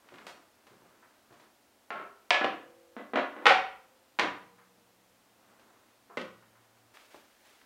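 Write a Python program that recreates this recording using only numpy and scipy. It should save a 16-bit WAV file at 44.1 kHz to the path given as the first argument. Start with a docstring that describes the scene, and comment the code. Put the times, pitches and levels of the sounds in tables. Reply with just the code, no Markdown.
"""A cast-iron platen press is set up in a living room. First hands tap and a sleeve brushes the press.
From 1.9 s iron parts knock, are seated and clamped: each impact gives a short crack and excites the
part's damped modes, and the room reverberates. The big castings sing on faintly after the hard blows.
A last knock falls on the platen near 6.2 s. From 6.9 s the singing is gone, and paper slides over the
feed board close to the microphone, rustling by stick-slip friction."""
import sys
import numpy as np
from scipy import signal
from scipy.fft import rfft, irfft
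from scipy.io import wavfile
from scipy.ndimage import uniform_filter1d

SR = 44100
rng = np.random.default_rng(int(sys.argv[2]) if len(sys.argv) > 2 else 0)


def wav_out(sig):
    """Save sig, one row per channel (or a flat mono array), as 16-bit PCM at SR to the path in sys.argv[1]."""
    wavfile.write(sys.argv[1], SR, np.round(np.clip(np.atleast_2d(sig).T, -1, 1) * 32767).astype(np.int16))


N = 337365
TIME = np.arange(N) / SR
PAPER_START_S = 6.935

# Spectrum of room tone and hiss. Each row: frequency in Hz, relative level in dB.
ROOM_TONE_SPECTRUM = [(15, -48), (25, -20.5), (119, -9), (169, -23), (204, -4.5), (349, -6.5), (421, -9.5),
                      (523, -6.5), (741, -7), (2300, -15), (2560, -15), (15500, -24)]
# Reverberation of the room. Each row: frequency in Hz, T60 (time to fall 60 dB) in seconds.
REVERB_TIMES = [(80, 0.9), (250, .48), (1000, 0.51), (2500, .43), (6000, 0.38), (14000, .28)]
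# Arm movements that brush a sleeve along the press. Each row: middle and length in seconds, level in dB.
SLEEVE_REACHES = [(0.246, 0.51, -57.5), (.9, 0.98, -67), (1.41, 0.27, -64.5), (5.649, 0.79, -65.5),
                  (6.699, 0.82, -71.5)]
# Spectrum of rubbing cloth. Each row: frequency in Hz, relative level in dB.
SLEEVE_SPECTRUM = [(100, -24), (230, 3), (600, -1), (1400, -0.5), (3000, -16.5), (8000, -23.5),
                   (15000, -40)]
# Sheets pushed over the feed board. Each row: start and push length in seconds, level in dB.
SHEET_SLIDES = [(6.936, .01, -59), (7.093, 0.025, -61.5), (7.398, 0.066, -61)]
# Spectrum of sliding paper. Each row: frequency in Hz, relative level in dB.
PAPER_SPECTRUM = [(150, -24), (300, -6), (600, 1), (1000, -2.5), (1600, 0.5), (3000, -3), (6000, -9.5),
                  (15000, -20)]
# Light contacts of hands, feet and paper. Each row: start in seconds, level in dB, kind.
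LIGHT_TAPS = [(.088, -61, "tick"), (.121, -55, "thud"), (.140, -59.5, "tick"), (.158, -64, "tick"),
              (.184, -56.5, "tick"), (.205, -59, "thud"), (.267, -47, "clack"), (.668, -61, "scuff"),
              (.705, -61, "thud"), (.735, -69, "thud"), (.820, -62.5, "thud"), (1.026, -61.5, "squeak"),
              (1.306, -59.5, "thud"), (1.325, -64.5, "scuff"), (1.398, -62.5, "scuff"),
              (4.583, -62, "squeak"), (5.595, -67, "scuff"), (6.100, -56.5, "creak"),
              (6.424, -64, "squeak"), (6.552, -68, "squeak"), (6.948, -67, "flick"), (6.971, -58, "flick"),
              (7.144, -53.5, "knock"), (7.615, -67, "tick")]
# Kinds of light contact. Each row: centre in Hz, width in octaves, burst length in ms, room gain in dB.
TAP_KINDS = {"tick": (1750, 0.96, 8.5, -1.5), "clack": (1450, 1.68, 23, 1.3), "thud": (290, 1.84, 23, 2.5),
             "scuff": (1250, 1.7, 32, -0.5), "squeak": (1324, 0.6, 58, -1.5), "creak": (1100, 0.45, 60, 5),
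             "knock": (565, 1.2, 14, -1.5), "flick": (1600, 1, 5.5, -2.5)}
# Long modes of the castings. Each row: start in seconds, frequency in Hz, level in dB, T60 in seconds.
CASTING_MODES = [(2.311, 339.1, -57.5, 2.7), (2.31, 489, -54.5, 2.9), (2.6, 535, -64, 3.9),
                 (3.1, 400, -67, 2.2), (3.467, 522.2, -63, 2.7), (4.197, 480.5, -60.5, 2.23),
                 (4.196, 470, -71, 2.86), (4.196, 183, -67.5, 4.34), (4.196, 118.4, -80, 23),
                 (4.196, 200, -80, 4.5), (6.173, 114, -72, 10)]
# Spectrum of each iron part's crack. Each row: frequency in Hz, relative level in dB.
CRACK_SPECTRA = { "rail": [(47, -68), (80, -36.5), (397, -5), (464, -8.5), (1110, -7), (1200, -12),
                 (1320, -2), (1520, -9.5), (2390, -13.5), (9000, -61), (11700, -83), (19800, -120)],
                 "bed": [(47, -63.5), (80, -43), (451, -13), (560, -10.5), (699, -5.5), (852, -15.5),
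                 (930, -6.5), (1410, -13.5), (1870, -12.5), (2330, -8), (4000, -22.5), (7500, -44),
                 (10500, -60), (16000, -94)], "chase": [(47, -62), (80, -32), (135, -22.5), (313, 1.5),
                 (402, -5.5), (786, -4.5), (855, -18), (949, -6), (1600, -12.5), (1710, -7), (1860, -13),
                 (2880, -18), (3630, -25), (12000, -75), (15600, -99), (22000, -120)], "quoin": [(50, -45),
                 (170, -26.5), (225, -0.5), (300, 1), (390, -4.5), (560, 0.5), (950, -4.5), (1500, -5.5),
                 (2000, -10.5), (2400, -13), (3900, -21.5), (5000, -37), (7500, -47.5), (9500, -60.5),
                 (15000, -78)], "clamp": [(29, -66), (50, -35), (130, -30), (253, -15), (408, -17),
                 (471, -6.5), (643, -10.5), (816, -0.5), (987, -10.5), (1310, -2), (1590, -12.5),
                 (1930, -5.5), (3340, -13.5), (15000, -63)], "latch": [(35, -71.5), (60, -43), (208, -26.5),
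                 (378, -19.5), (539, -5), (658, -16), (785, 3.5), (980, -13), (2330, -9.5), (12000, -61),
                 (15600, -90.5), (22000, -120)], "lever": [(29, -65), (50, -39), (87, -25.5), (272, -5),
                 (314, 4), (408, -12), (483, 2.5), (674, -8), (816, 3), (1280, -2), (1970, 0.5),
                 (3760, -13.5), (4130, -16), (15000, -61)], "platen": [(29, -56), (50, -35), (144, -15.5),
                 (172, -17.5), (212, -2.5), (249, -5), (412, -3), (555, 0), (699, -14.5), (1270, -6.5),
                 (1670, -12.5), (2010, -9), (2580, -16.5), (2830, -14), (12000, -49), (15600, -86),
                 (22000, -120)]}
# Modes of each iron part. Each row: frequency in Hz, relative level in dB, T60 in seconds.
PART_MODES = { "rail": [(412, -0.5, 0.75), (694, 3, 0.55), (782, -2.5, 0.5), (1080, 3.5, 0.45),
              (1325, 3, 0.55), (1370, -14.5, .4), (1390, -1.5, 0.81), (1690, -2, .45), (1940, -16.5, 0.44),
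              (2325, -37, .38), (2840, -19, 0.58), (4240, -24, .3)], "bed": [(563, -0.5, 0.5),
              (727, 5.5, 0.37), (911, -1.5, 0.24), (1090, -11, .36), (1707, 4, 0.45), (2208, 6, 0.18),
              (2420, -7.5, 0.39), (2620, -19.5, 0.42), (2870, -14, .5), (3240, -18.5, 0.28),
              (3860, -33.5, 0.29), (4900, -12, 0.1)], "chase": [(313, -10, 0.19), (710, -1, 0.54),
              (777, 4.5, 0.43), (1023, 7, 0.22), (1140, -9.5, 0.5), (1470, 6, 0.18), (1696, 5.5, 0.37),
              (2363, -18, 0.28)], "quoin": [(232, -3.5, 0.24), (268, -1, .35), (296, -4, .35),
              (502, -2.5, .4), (563, -2, 0.41), (1088, -2, 0.81), (1496, -4.5, 0.51), (1703, -4.5, .45),
              (1998, -3, .45)], "clamp": [(488, -3.5, 0.25), (1095, -1, .3), (1386, -3, 0.13),
              (1498, 3, 0.3), (1530, -4, 0.35), (1904, -2, 0.45), (2240, -9.5, 0.52), (2310, -3.5, .25),
              (2348, -9.5, 0.44), (2930, -9.5, .3), (2956, -13, 0.24), (3240, -14, .22)],
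              "latch": [(545.7, -7.5, 0.33), (737, -7, 0.37), (765, -2, 0.08), (762, -0.5, .42),
              (1473, -14, .33)], "lever": [(323, -11, 0.14), (537, -17, .3), (641, 1, 0.3),
              (822, 7.5, 0.21), (851, -28, 0.42), (986, 11, 0.27), (1090, -2.5, 0.42), (1154, -3.5, 0.49),
              (1184, -22, .3), (1470, 5, 0.2), (1380, -25, 0.57), (1760, -14, 0.32), (1970, -9, 0.28),
              (2164, -14, .35), (3350, -21, 0.21), (4230, 0.5, 0.11)], "platen": [(181, -11.5, 0.67),
              (249.4, -1, 0.35), (372, -17, 0.28), (517, -3, 0.29), (589, -2.5, 0.24), (2066, 10.5, 0.056),
              (2700, -4, 0.11)]}
# How each part answers a blow. Each row: crack length in ms, base ring gain and base room gain in dB.
PART_RESPONSE = {"rail": (13.3, -1.5, 3), "bed": (10.4, -3, 0.88), "chase": (13.5, -2.5, 1),
                 "quoin": (12.5, -5.5, 2.5), "clamp": (14, -5, -0.5), "latch": (4.9, 2.5, 1.5),
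                 "lever": (12.2, -1.5, 1.2), "platen": (17, -4, -1)}
# Blows on iron. Each row: start in seconds, level in dB, part, bass shelf in dB, treble shelf in dB.
IRON_BLOWS = [ (1.9045, -40, "rail", -2, 8.5), (1.936, -47, "rail", 7.5, -16.5),
              (1.957, -43.5, "rail", -1.5, -3.5), (1.999, -45.5, "rail", -0.5, -9),
              (2.3057, -24, "bed", 2, 12), (2.344, -28.5, "bed", -9, -7),
              (2.412, -31.5, "chase", -8.5, -5.5), (2.444, -29.5, "chase", 1.5, 8.5),
              (2.966, -43, "quoin", 6.5, 0), (2.992, -48, "quoin", 6.5, -10.5),
              (3.135, -34.5, "quoin", 4, -4.5), (3.1573, -30, "quoin", -4.5, 4.5),
              (3.171, -29, "quoin", -3, -4), (3.364, -45.5, "quoin", 2, -7),
              (3.422, -46, "quoin", 4.5, -7.5), (3.4562, -22.5, "clamp", 0, -1),
              (3.4662, -18, "clamp", 0.5, 3), (3.495, -24, "clamp", 0, -4.5), (3.505, -24, "latch", -1, 0),
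              (4.1888, -32, "lever", -8, 4), (4.1951, -28, "lever", 1, 11), (4.217, -31, "lever", 2.5, -28),
              (6.097, -59, "rail", 14.5, -7.5), (6.172, -36.5, "platen", -4, -2.5),
              (6.215, -45.5, "platen", 11, 5.5)]


def undb(db):
    """Amplitude grows tenfold for every 20 dB."""
    return 10 ** (np.asarray(db) / 20)


def lookup(points, hz):
    """Interpolation of (Hz, value) points on a logarithmic frequency axis."""
    known_hz, values = np.transpose(points)
    return np.interp(np.log(np.maximum(hz, 1)), np.log(known_hz), values)


def equal_energy(x):
    """Energy normalisation: x gets the energy of 50 ms of sound at rms 1."""
    return x * np.sqrt(SR / 20 / np.sum(x ** 2))


def add(out, start_s, x):
    """Superposition: x adds to out from start_s on."""
    i = int(start_s * SR)
    out[i:i + len(x)] += x[:N - i]


def noise(spectrum):
    """Spectral shaping of white noise gives steady coloured noise of rms 1."""
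    gain = undb(lookup(spectrum, np.fft.rfftfreq(N, 1 / SR)))
    x = irfft(rfft(rng.standard_normal(N)) * gain, N)
    return x / x.std()


def minimum_phase(db, size):
    """Minimum phase: the spectrum of the quickest causal response with these gains."""
    cepstrum = irfft(np.log(undb(db)))
    cepstrum[1:size // 2] *= 2
    cepstrum[size // 2 + 1:] = 0
    return np.exp(rfft(cepstrum))


def whiten(x, span_hz, size=65536):
    """Whitening levels spectral hills broader than span_hz and keeps the fine comb."""
    spectrum = rfft(x, size)
    power = uniform_filter1d(np.abs(spectrum) ** 2, max(3, int(span_hz * size / SR)))
    return irfft(spectrum * minimum_phase(-10 * np.log10(power + 1e-12), size))[:len(x)]


def background(tone_db=-66, whine_hz=13500, whine_db=-88, hiss_db=-76):
    """The noise floor: room tone, a thin electric whine and added microphone hiss at the feed board."""
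    whine = undb(whine_db) * np.sin(2 * np.pi * whine_hz * TIME)
    hiss = undb(hiss_db) * rng.standard_normal(N) * (TIME > PAPER_START_S)
    return undb(tone_db) * noise(ROOM_TONE_SPECTRUM) + whine + hiss


def room_response(gap_s=.003, build_s=.0045, grain=.88, hold_s=.015):
    """Reverberation: separate early reflections thicken into a diffuse tail whose treble dies first."""
    t, hz = TIME[:SR], np.fft.rfftfreq(SR, 1 / SR)
    spikes = np.exp(grain * np.exp(-t / .075) * rng.standard_normal(SR))
    early_excess = np.exp((grain * np.exp(-t / .011)) ** 2)
    reflections = rfft(rng.standard_normal(SR) * spikes / early_excess)
    tail = 0
    for band_hz, t60 in REVERB_TIMES:
        band = lookup([(f, f == band_hz) for f, _ in REVERB_TIMES], hz)
        decay = undb(-60 * np.maximum(t - hold_s, 0) / t60)
        tail = tail + irfft(reflections * band, SR) * decay
    onset = 1 - np.exp(-np.maximum(t - gap_s, 0) / build_s)
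    tail = whiten(tail * onset, span_hz=120)
    return tail / np.sqrt(np.sum(tail ** 2))


def rustle(motion, spectrum, catch_db=1.5, catch_hz=110):
    """Stick-slip friction: fibres catch and release, so the hiss comes in small uneven spurts."""
    catches = np.interp(TIME * catch_hz, np.arange(N), rng.standard_normal(N))
    return noise(spectrum) * motion * undb(catch_db * catches)


def sleeves():
    """Friction noise follows speed: each reach swells and fades in one smooth arch."""
    motion = sum(undb(db) * np.cos(np.pi * np.clip((TIME - middle_s) / length_s, -.5, .5))
                 for middle_s, length_s, db in SLEEVE_REACHES)
    return rustle(motion, SLEEVE_SPECTRUM)


def paper(fade_db_per_s=44):
    """Sliding friction: a sheet grows louder while pushed, then glides to rest; sheets add in power."""
    slides = []
    for start_s, push_s, db in SHEET_SLIDES:
        push = np.clip((TIME - start_s) / push_s, 0, 1)
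        glide_s = np.maximum(TIME - start_s - push_s, 0)
        slides.append(push * undb(db - fade_db_per_s * glide_s))
    return rustle(np.linalg.norm(slides, axis=0), PAPER_SPECTRUM)


def contact(body_db, ms, room, room_db, size=8192):
    """Source and filter: micro-impacts, falling 20 dB in ms, pass through body_db(hz) and the room."""
    burst = rng.standard_normal(size) * undb(-20 * TIME[:size] * 1000 / ms)
    body = minimum_phase(body_db(np.fft.rfftfreq(size, 1 / SR)), size)
    direct = irfft(rfft(whiten(burst, span_hz=350)) * body)
    heard = undb(room_db) * signal.fftconvolve(direct, room)
    heard[:size] += direct
    return equal_energy(heard)


def taps(room, skirt_db=15, lowest_hz=200):
    """Each soft contact excites one broad resonance."""
    out = np.zeros(N)
    for start_s, db, kind in LIGHT_TAPS:
        centre_hz, octaves, ms, room_db = TAP_KINDS[kind]

        def body_db(hz):
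            """A resonant hill of energy per octave; small objects radiate little bass."""
            detuning = np.log2((hz + 1) / centre_hz) / octaves
            hill = -skirt_db * np.log10((1 + (detuning / 2) ** 2) ** 2 * (1 + (detuning ** 2 / 2) ** 2))
            pink_tilt = -10 * np.log10(hz + 100)
            bass_loss = 10 * np.log10(1 + (lowest_hz / (hz + 30)) ** 4)
            return hill + pink_tilt - bass_loss
        add(out, start_s, undb(db) * contact(body_db, ms, room, room_db))
    return out


def castings(cutoff_s=.01):
    """Light damping lets flywheel, disc and frame hum on; the hum cuts off as the paper begins."""
    out = np.zeros(N)
    for start_s, hz, db, t60 in CASTING_MODES:
        tone = np.sqrt(2) * np.sin(2 * np.pi * hz * TIME)
        add(out, start_s, undb(db - 60 * TIME / t60) * tone)
    return out * np.clip((PAPER_START_S - TIME) / cutoff_s, 0, 1)


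def ring(part, swell_s=.003, waver=.3):
    """Free vibration in damped modes; each wavers a little as the part rocks on its seat."""
    t, out = TIME[:SR], 0
    for hz, db, t60 in PART_MODES[part]:
        rocking = 1 + waver * np.interp(t, np.linspace(0, 1, 70), rng.standard_normal(70))
        tone = np.sin(2 * np.pi * (hz * t + rng.random()))
        out = out + undb(db - 60 * t / t60) * rocking * tone
    return equal_energy(out * (1 - np.exp(-t / swell_s)))


def crack(part, bass_db, treble_db, ms, room, room_db, bass_hz=400, treble_hz=2800):
    """The impact transient: each blow has its own bass and treble shelf, sounding duller or brighter."""
    def body_db(hz):
        """Two shelving filters tilt the part's own spectrum."""
        bass_shelf = bass_db / (1 + (hz / bass_hz) ** 2)
        treble_shelf = treble_db * hz ** 2 / (hz ** 2 + treble_hz ** 2)
        return lookup(CRACK_SPECTRA[part], hz) + bass_shelf + treble_shelf
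    return contact(body_db, ms, room, room_db)


def iron_blows(room, seated_s=.06, seated_db=-5, rebound_s=.055, spread_s=.012, rebound_db=-14):
    """Impact excitation of iron on iron: each blow cracks, snaps, rings and rebounds."""
    out, last_struck = np.zeros(N), {}
    for start_s, db, part, bass_db, treble_db in IRON_BLOWS:
        ms, ring_db, room_db = PART_RESPONSE[part]
        blow_room_db = room_db - .25 * treble_db  # brighter blows sound drier
        add(out, start_s, undb(db) * crack(part, bass_db, treble_db, ms, room, blow_room_db))
        # the first touch is a dry, bright snap that grows with the blow's treble
        snap = crack(part, bass_db=0, treble_db=treble_db + 15, ms=4, room=room, room_db=-13.5)
        add(out, start_s, undb(db - 20.5 + .86 * treble_db) * snap)
        # a part struck again within seated_s is already pressed home and rings less
        seated = start_s - last_struck.get(part, -1) < seated_s
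        last_struck[part] = start_s
        add(out, start_s, undb(db + ring_db + seated_db * seated) * ring(part))
        # the part settles with one weak, dull rebound
        settle_s = start_s + rebound_s + spread_s * rng.uniform(-1, 1)
        rebound = crack(part, bass_db, treble_db - 6, ms, room, room_db)
        add(out, settle_s, undb(db + rebound_db) * rebound)
    return out


def scene():
    """Superposition of hands, paper, press and noise floor in one room, as one channel."""
    room = room_response()
    handling = taps(room) + sleeves() + paper()
    return (iron_blows(room) + castings() + handling + background())[None]


def record(dry, top_hz=15800):
    """Band limiting: a steep elliptic low-pass removes the highest treble."""
    return signal.sosfilt(signal.ellip(10, .1, 70, top_hz, fs=SR, output="sos"), dry)


dry = scene()
out = record(dry)
wav_out(out)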